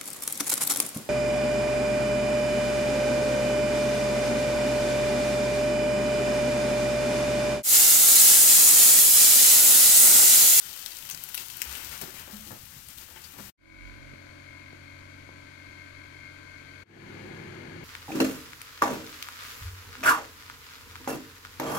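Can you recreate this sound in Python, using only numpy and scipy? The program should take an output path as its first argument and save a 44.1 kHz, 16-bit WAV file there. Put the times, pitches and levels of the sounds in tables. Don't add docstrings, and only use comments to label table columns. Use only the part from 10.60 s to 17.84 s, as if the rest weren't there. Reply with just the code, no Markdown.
import sys
import numpy as np
from scipy import signal
from scipy.fft import rfft, irfft
from scipy.io import wavfile

SR = 44100
rng = np.random.default_rng(int(sys.argv[2]) if len(sys.argv) > 2 else 0)


def materialize(psi):
    bounded = np.clip(np.atleast_2d(psi).T, -1, 1)
    quanta = np.round(bounded * 32767).astype(np.int16)
    wavfile.write(sys.argv[1], SR, quanta)


N = 319284
T = np.arange(N) / SR
EVENT_T = T[:SR // 2]
FREQS = np.maximum(np.arange(N // 2 + 1) * SR / N, 1)
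FAR_START_S, NEAR_START_S = 2.93, 6.235
FAN_HZ = 45.785


def undb(db):
    return 10 ** (np.asarray(db) / 20)


def level(x, db):
    return x * undb(db) / np.sqrt(np.mean(x ** 2))


def curve(rows, column=1):
    rows = np.array(rows)
    return np.interp(T, rows[:, 0], rows[:, column])


def colour(x, points, column=1):
    points = np.array(points)
    gain_db = np.interp(np.log(FREQS), np.log(points[:, 0]), points[:, column])
    return irfft(rfft(x) * undb(gain_db), N)


def resonances(hz, modes):
    return np.sqrt(sum(undb(db) ** 2 / (1 + ((hz ** 2 - centre ** 2) / (hz * width)) ** 2) ** 2.97
                       for centre, width, db in modes))


def ringing(x, modes):
    return sum(undb(db) * signal.lfilter(*signal.iirpeak(hz, hz / width, fs=SR), x)
               for hz, width, db in modes)


def noise():
    return rng.standard_normal(N)


def walk(rate_hz):
    steps = rng.standard_normal(1024)
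    return 0.58 * np.interp(T * rate_hz, np.arange(len(steps)), steps)


def decay(t60):
    return np.exp(-np.log(1000) * EVENT_T / max(t60, .001))


def add(track, start_s, sound):
    start = int(max(start_s, 0) * SR)
    track[start:start + len(sound)] += sound[:N - start]


def reflections(x, t60):
    tail = rng.standard_normal(len(EVENT_T)) * decay(t60)
    return signal.fftconvolve(x, tail / np.linalg.norm(tail))[:N]


def burst_power(per_s, spread_db, max_spreads, power_shape):
    sizes = undb(spread_db * np.minimum(rng.exponential(size=N), max_spreads))
    bursts = (rng.random(N) < per_s / SR) * sizes
    return np.abs(signal.fftconvolve(bursts ** 2, power_shape)[:N])


def crackle(per_s, spread_db, hiss_db):
    bubble = decay(t60=.001) ** 2 + 0.15 * decay(t60=0.13) ** 2
    power = burst_power(per_s, spread_db, max_spreads=5, power_shape=bubble)
    return noise() * np.sqrt(power / power.mean() + undb(hiss_db) ** 2)


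def spits():
    power = burst_power(per_s=28, spread_db=3, max_spreads=2, power_shape=decay(t60=0.0068) ** 2)
    return noise() * np.sqrt(power)


# time in seconds, bright crackle gain in dB, body gain in dB.
SIZZLE_GAINS = [(0.0, -42.5, -54.5), (0.68, -46, -57.5), (0.735, -46, -55.5), (0.82, -44, -57.5),
                (0.99, -45, -53.5), (1.12, -41.5, -48), (1.38, -44, -53), (1.65, -50, -55),
                (2.2, -50.5, -61), (2.89, -52.5, -57.5)]
# frequency in Hz, gain in dB.
BRIGHT_SPECTRUM = [(1800, -19), (3000, -1), (4000, 0), (6000, -0.5), (8500, -1), (10500, -3), (12000, -0.5),
                   (13000, 3), (14200, 2), (15800, -3)]
BODY_SPECTRUM = [(150, -11), (300, -0.5), (480, -2), (700, -3.5), (870, -1), (1100, -1.5), (1480, 3),
                 (1700, 1), (2100, 2), (2600, 0.5), (3100, 0.5), (3600, -11), (5000, -27.5)]
def sizzle():
    bright = level(colour(crackle(per_s=2200, spread_db=2.5, hiss_db=-6.5), BRIGHT_SPECTRUM), -0.22)
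    bright += level(colour(spits(), BRIGHT_SPECTRUM), -10.5)
    body = level(colour(crackle(per_s=2000, spread_db=12, hiss_db=25), BODY_SPECTRUM), 0.81)
    bright_rise_db, body_rise_db = spurts()
    bright_db = curve(SIZZLE_GAINS) + bright_rise_db + 0.31 * walk(17)
    body_db = curve(SIZZLE_GAINS, column=2) + body_rise_db + 2.2 * walk(21.72)
    return bright * undb(bright_db) + body * undb(body_db)


# frequency in Hz, width in Hz, gain in dB.
POT_MODES = [(955, 74, -5), (1486, 50, -10.5), (2630, 130, -9.5), (3080, 68, -3), (3970, 62, -13.5),
             (4580, 100, -9.5), (5750, 220, -14)]
def pot(x, gone_s=1.48, leave_s=0.18):
    over_pot = np.clip((gone_s - T) / leave_s, 0, 1)
    return x + over_pot * ringing(x, POT_MODES)


# time in seconds, gain in dB.
BURNER_GAINS = [(0.0, -66.5), (0.75, -63), (1.25, -58), (2.0, -58), (2.35, -61), (2.89, -56.5)]
# frequency in Hz, gain in dB.
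BURNER_SPECTRUM = [(15, -5), (35, -18), (65, 3.5), (100, -0.5), (150, -2.5), (200, -4), (400, -30),
                   (900, -68.5)]
def burners(flutter_hz=21, flutter_db=4.5):
    roar = level(colour(noise(), BURNER_SPECTRUM), 0.87)
    return roar * undb(curve(BURNER_GAINS) + flutter_db * walk(flutter_hz))


# start in seconds, relative level in dB, ring in Hz, fizz t60 in seconds,
# fizz over crack in dB, ring over fizz in dB.
DROPLET_POPS = [(0.136, -31, 4230, 0.03, -4, 6), (0.164, -31, 12500, .012, -4, 3),
                (.204, -40, 6200, .01, -8, 8), (.225, -33, 4000, .012, -6, 0),
                (.261, -22, 4800, .02, -4, 6), (.318, -35, 4020, 0.023, 1, 18),
                (.3305, -43, 8000, .01, -9, 3), (.369, -35.5, 7860, 0.008, 9, 18),
                (.387, -29.5, 12000, 0.018, 2, 7), (.425, -29.5, 3300, .014, -2, 14),
                (.452, -31, 12000, .012, -1, 1), (.491, -31, 3500, 0.018, 1, 3),
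                (.4995, -23.5, 13800, .014, -2, 1), (0.5097, -28.5, 6400, .08, -8, 10),
                (0.547, -27, 4800, .022, -4, 3), (.5755, -25.5, 7000, 0.0074, -7, 2),
                (.638, -29, 12600, 0.0086, 0, 21), (0.646, -34, 12600, 0.009, -6.5, 9),
                (0.689, -33, 13900, 0.02, 4, 14), (0.7453, -21.5, 11500, 0.022, -6, 8),
                (0.751, -25.5, 12600, 0.0059, 3, 22), (0.777, -26.5, 2660, 0.018, 4, 12.5),
                (0.7779, -35.5, 2820, .016, 3, -1), (.901, -28, 12000, 0.017, -6, 1),
                (0.9693, -31.5, 14000, 0.014, 4, 19), (1.118, -38.5, 2750, .023, -3, 8),
                (1.152, -30, 3200, 0.029, 12, 11), (1.247, -35, 13700, .012, 0, 11),
                (1.413, -30.5, 13660, 0.095, 7, -11), (2.285, -39.5, 9600, .018, 4, 16),
                (2.639, -41, 4600, .13, 4, 9)]
def pops(ring_q=9, grain_db=2.5):
    track = np.zeros(N)
    for start_s, db, hz, t60, fizz_db, ring_db in DROPLET_POPS:
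        crack, fizz, grain = rng.standard_normal((3, len(EVENT_T)))
        fizz *= undb(grain_db * grain)
        fizz += undb(ring_db) * signal.lfilter(*signal.iirpeak(hz, ring_q, fs=SR), fizz)
        burst = 3 * (EVENT_T == 0) + crack * decay(t60=.001) + undb(fizz_db) * fizz * decay(t60)
        add(track, start_s, undb(db + 6) * burst / np.abs(burst).max())
    track = colour(track, [(200, -22), (900, -8), (1800, 0), (16000, 0)])
    return track + undb(-7) * reflections(track, t60=.1)


# start in seconds, tone level in dB, tone in Hz, tone rise in seconds, tone t60 in seconds,
# relative noise gain in dB, noise t60 in seconds.
KNOCKS_AND_THUMPS = [(0.529, -51.5, 152.5, .002, 0.67, -5, 0.46), (1.058, -40, 66, .02, 0.37, -18, .05),
                     (1.414, -35.5, 390, .006, 0.13, -8, 0.23),
                     (1.431, -33, 162, 0.0018, 0.056, -12.5, 0.16),
                     (1.482, -44.5, 385, .003, .16, -7, 0.36), (1.599, -53, 113, .002, 0.061, 1, .1),
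                     (1.675, -52.5, 320, 0.0022, 0.08, 4.5, 0.34),
                     (1.728, -26.5, 208.6, 0.032, 0.18, -29, .16), (1.789, -45, 215, .01, .6, -16, 0.11),
                     (1.868, -46.5, 331, .004, 0.33, -9, 0.15), (1.907, -41, 113, .002, .2, -1, 0.19),
                     (2.033, -37, 108, 0.0011, 0.034, -34, .028),
                     (2.164, -44, 125, .0015, .083, -25, 0.041), (2.486, -59, 348, .0015, 0.099, 3.5, 0.38),
                     (2.561, -53, 896, .0015, 0.17, -7.5, 0.32), (2.737, -49, 290, 0.0018, .1, -4.5, .12),
                     (2.766, -45, 107, .003, 0.21, -10.5, .1), (2.7865, -45, 292, 0.0012, 0.05, 1.5, .06),
                     (2.797, -43.5, 201, 0.0017, .25, -0.5, 0.093)]
# frequency in Hz, gain in dB.
DULL_SPECTRUM = [(60, -35.5), (200, 6.5), (450, 6), (900, 1.5), (1800, -2), (4000, -37), (12000, -53)]
def knocks_and_thumps():
    rings, bursts = np.zeros(N), np.zeros(N)
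    for start_s, db, hz, rise_s, t60, noise_db, noise_t60 in KNOCKS_AND_THUMPS:
        envelope = decay(t60) * (1 - np.exp(-EVENT_T / rise_s))
        add(rings, start_s, undb(db) * np.sin(2 * np.pi * hz * EVENT_T) * envelope)
        onset = 6 * (EVENT_T == 0)
        tail = rng.standard_normal(len(EVENT_T)) * decay(noise_t60)
        add(bursts, start_s, undb(db + noise_db) * (onset + tail))
    return rings + 2.74 * colour(bursts, DULL_SPECTRUM)


# start in seconds, length in seconds, bright crackle rise in dB, body rise in dB.
WATER_SPURTS = [(0.766, 0.046, 5.5, 7), (1.31, 0.045, 2, 6.5), (1.539, 0.077, 3.5, 2), (1.707, 0.11, 3, 0),
                (1.845, 0.089, 4, -1), (2.115, 0.065, 1, 5), (2.285, 0.032, 3.5, 4.5),
                (2.371, 0.06, 4.5, 6), (2.557, 0.023, 0, 7.5), (2.779, 0.1, 5.5, 3)]
def spurts(attack_s=0.005, release_s=0.028):
    bright_db, body_db = np.zeros(N), np.zeros(N)
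    for start_s, length_s, bright_rise_db, body_rise_db in WATER_SPURTS:
        age_s = T - start_s
        flare = np.clip(np.minimum(age_s / attack_s, 1 - (age_s - length_s) / release_s), 0, 1)
        bright_db += bright_rise_db * flare
        body_db += body_rise_db * flare
    return bright_db, body_db


# frequency in Hz, width in Hz, gain in dB.
STEEL_MODES = [(2110, 230, -7), (2670, 540, 0.5), (5600, 570, -2), (7000, 910, -3), (8550, 1400, -3),
               (13000, 1900, -1)]
def snap(start_s=1.0182):
    tick = np.zeros(N)
    add(tick, start_s, undb([3]))
    ring = ringing(tick + undb(-.5) * reflections(tick, t60=0.065), STEEL_MODES)
    return colour(ring + undb(-17) * tick, [(300, -18), (1200, -9), (1700, -1), (14000, -3), (16000, -4)])


def tones(rows, waver_db):
    return sum(np.sqrt(2) * undb(db + waver_db * walk(8.9)) * np.sin(2 * np.pi * (hz * T + rng.random()))
               for hz, db in rows)


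# frequency in Hz, level in dB, drift in dB per second.
FAR_HUM = [(91.8, -55.5, 0), (138.1, -62, -0.8), (229.8, -73, -3), (276, -67.5, -1.3), (298.4, -63, 0.3),
           (319, -66, -2.5), (413.5, -77.5, -4), (460.5, -77, 10), (552.4, -72.5, -2.5), (594, -68.5, 0),
           (639, -72, 0), (693, -75, -1.5), (1010, -75, -3), (1106, -80, -1)]
def far_hum(drift_s, rough_per_hz=.0008):
    return sum(tones([(hz, db)], waver_db=2) * undb(db_per_s * drift_s)
               * (1 + rough_per_hz * hz * walk(45)) for hz, db, db_per_s in FAR_HUM)


def whine(order, db, wander_rad=.4, ragged=.22):
    phase = 2 * np.pi * order * FAN_HZ * T + wander_rad * (walk(4) + .5 * walk(22))
    return np.sqrt(2) * undb(db) * (1 + ragged * walk(FAN_HZ)) * np.cos(phase)


LOW_ORDER, HIGH_ORDER = 47, 49
# fan order, far level in dB, far drift in dB per second, near level in dB.
PANEL_WHINES = [(31, -75, 9, -83), (32, -80, -6, -69), (33, -70, -2, -69.5), (34, -61, 3.5, -75),
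                (35, -82, -7, -73), (45, -70, -1, -65), (46, -91.5, 6, -60.5), (48, -62.5, 1, -76)]
# time in seconds, level in dB.
LOW_WHINE_LEVELS = [(3.05, -61), (3.25, -57), (3.36, -63), (3.56, -57), (3.62, -71), (3.8, -67),
                    (3.88, -54.5), (4.1, -58), (4.22, -72), (4.28, -55), (4.39, -60.5), (4.45, -81),
                    (4.9, -68), (5.02, -59.5), (5.2, -52), (5.29, -63), (5.42, -56), (5.5, -65),
                    (5.67, -50.5), (5.82, -64), (5.88, -56), (6.03, -60), (6.2, -60)]
HIGH_WHINE_LEVELS = [(3.05, -59), (3.25, -52), (3.42, -70), (4.1, -93), (4.4, -67), (4.85, -83),
                     (5.35, -71), (5.7, -65), (6.2, -72)]
def far_whines(drift_s):
    others = sum(whine(order, db + db_per_s * drift_s) for order, db, db_per_s, _ in PANEL_WHINES)
    return others + whine(LOW_ORDER, curve(LOW_WHINE_LEVELS)) + whine(HIGH_ORDER, curve(HIGH_WHINE_LEVELS))


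# frequency in Hz, width in Hz, gain in dB.
CABINET_MODES = [(1030, 73, -9.5), (1316, 57, -10.5), (1590, 180, -3.5), (1900, 60, -39), (2172, 200, -4.5),
                 (2490, 230, -12), (3193, 85, -12), (4180, 1300, -19.5)]
def buzz(panel_db, scatter_rad, unsteady):
    orders = np.arange(1, 140)
    whining = [row[0] for row in PANEL_WHINES] + [LOW_ORDER, HIGH_ORDER]
    gains = undb(panel_db) * resonances(orders * FAN_HZ, CABINET_MODES) * ~np.isin(orders, whining)
    size = 4096
    position = (T * FAN_HZ % 1) * size

    def turns(spread_rad):
        phases = spread_rad * rng.standard_normal(len(gains))
        shape = irfft(np.r_[0, gains * np.exp(1j * phases)], size)
        return np.interp(position, np.arange(size), shape * size / np.sqrt(2))
    return turns(scatter_rad) + unsteady * (walk(3.5) * turns(np.pi) + walk(30) * turns(np.pi))


# frequency in Hz, width in Hz, gain in dB.
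LOOSE_PANEL_MODES = [(1570, 220, -9), (2220, 310, 6)]
def rattle(db, sharpness):
    chatter = np.exp(sharpness * np.cos(2 * np.pi * FAN_HZ * T)) * noise()
    return level(irfft(rfft(chatter) * resonances(FREQS, LOOSE_PANEL_MODES), N), db)


# frequency in Hz, gain in dB.
FAR_AIR_SPECTRUM = [(20, 3.5), (60, 0), (110, -3.5), (180, -1.5), (290, 1.5), (430, -6), (560, -7),
                    (800, -11), (1250, -5.5), (1800, -5.5), (2800, -11.5), (3700, -13), (4400, -15.5),
                    (5400, -20), (8500, -27.5), (13000, -30), (15000, -55)]
NEAR_AIR_SPECTRUM = [(20, -16), (60, -11), (100, -1.5), (190, 0), (270, -1), (350, 0), (450, -2),
                     (560, -10.5), (750, -11.5), (1300, -16), (1700, -7.5), (2300, -23), (2800, -17),
                     (4400, -27.5), (8500, -38), (13000, -40), (15000, -59)]
# frequency in Hz, width in Hz, gain in dB.
VENT_MODES = [(960, 140, -4.5), (1490, 130, 3.5), (2196, 450, 9), (3250, 450, -8), (4440, 700, -4),
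              (6400, 2000, -12.5)]
def air(spectrum, air_db, vent_db):
    vents = irfft(rfft(noise()) * resonances(FREQS, VENT_MODES), N)
    rush = level(colour(noise(), spectrum), air_db) * undb(.5 * walk(10))
    return rush + level(vents, vent_db)


# frequency in Hz, share of the buzz that swells with the low whine in dB.
SWELL_BAND = [(1650, -34), (2000, -7)]
def microwave_far(buzz_follows=.35, approach_db_per_s=1):
    mean_whine_db = np.mean([db for _, db in LOW_WHINE_LEVELS])
    swell = undb(buzz_follows * (curve(LOW_WHINE_LEVELS) - mean_whine_db))
    approach = undb(approach_db_per_s * (T - 6.3))
    drift_s = np.clip(T, FAR_START_S, NEAR_START_S) - 5.32
    cabinet = buzz(panel_db=-61, scatter_rad=1.4, unsteady=.28) + rattle(db=-67.5, sharpness=1.7)
    upper = colour(cabinet, SWELL_BAND)
    rush = air(FAR_AIR_SPECTRUM, air_db=-56, vent_db=-56.5) * approach ** 0.5
    return far_hum(drift_s) + far_whines(drift_s) + swell * upper + approach * (cabinet - upper) + rush


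# frequency in Hz, level in dB.
THROB_TONES = [(45.785, -47), (137.35, -53), (183.1, -76.5), (320.5, -61)]
def throb(end_s=3.535, release_s=0.022):
    gate = (T > FAR_START_S) * np.clip(1 - (T - end_s) / release_s, 0, 1)
    return tones(THROB_TONES, waver_db=-8) * gate


# start in seconds, level in dB, contact in seconds.
FINGER_TAPS = [(3.5355, -35.5, 0.0024), (4.1311, -35, 0.0017), (4.6913, -34.5, 0.0014)]
def taps(highpass_hz=70):
    track = np.zeros(N)
    for start_s, db, contact_s in FINGER_TAPS:
        add(track, start_s, undb(db) * np.sin(np.pi * T[T < contact_s] / contact_s) ** 2)
    return signal.sosfilt(signal.butter(2, highpass_hz, "high", fs=SR, output="sos"), track)


# frequency in Hz, level in dB.
NEAR_HUM = [(45.8, -66), (91.57, -60), (100, -53), (137.35, -56), (147.5, -66.5), (166.3, -58),
            (200.2, -58), (251.2, -68), (300.4, -64), (332.5, -55), (378.5, -60), (500.6, -84), (1236, -74)]
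def microwave_near():
    cabinet = buzz(panel_db=-59, scatter_rad=1.5, unsteady=.25) + rattle(db=-71, sharpness=1.3)
    whines = sum(whine(order, db) for order, _, _, db in PANEL_WHINES)
    whines += whine(LOW_ORDER, db=-64) + whine(HIGH_ORDER, db=-63)
    hum = tones(NEAR_HUM, waver_db=-1.5)
    return hum + cabinet + whines + air(NEAR_AIR_SPECTRUM, air_db=-46.5, vent_db=-55.5)


# frequency in Hz, left gain in dB, right gain in dB.
PORT_RESPONSE = [(60, 0, -.5), (130, 0, .3), (330, .5, 0), (600, 3.8, -1.5), (800, 5.5, -4.5),
                 (1100, 5.8, -7), (2100, 5.5, -5), (3000, 5.8, -10), (4500, 6, -15), (8000, 6, -19),
                 (14000, 6, -25)]
def ports(sound, lag_samples=19):
    bent = colour(np.roll(sound, lag_samples), [(350, 0), (900, -10), (2500, -27), (6000, -20.5)])
    walls = colour(reflections(sound, t60=.4), [(100, -13), (350, -5.5), (900, 3), (2000, -1)])
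    return colour(sound, PORT_RESPONSE), colour(bent + walls, PORT_RESPONSE, column=2)


def port_noise():
    spectrum = [(15, -39), (40, -42.5), (100, -44), (400, -66), (1500, -67), (12000, -66.5), (15000, -80.5)]
    return colour(noise(), spectrum)


# start in seconds, end in seconds. The first is already running.
PASSAGES = [(-1, 2.899), (2.974, 6.23), (6.24, 8)]
def fades(rise_s=0.3, cutoff_s=0.0044):
    return sum(np.clip((T - start_s) / rise_s, 0, 1) * np.exp(-np.maximum(T - end_s, 0) / cutoff_s)
               for start_s, end_s in PASSAGES)


def scene():
    stove = pot(sizzle() + pops()) + snap() + burners()
    passage = np.searchsorted([FAR_START_S, NEAR_START_S], T)
    sound = np.choose(passage, [stove, microwave_far(), microwave_near()]) + knocks_and_thumps() + taps()
    left, right = ports(sound)
    right += throb()
    return np.array([left + port_noise(), right + port_noise()]) * fades()


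def record(dry, top_hz=15850):
    return signal.sosfilt(signal.ellip(10, .2, 70, top_hz, fs=SR, output="sos"), dry)


dry = scene()
out = record(dry)
materialize(out)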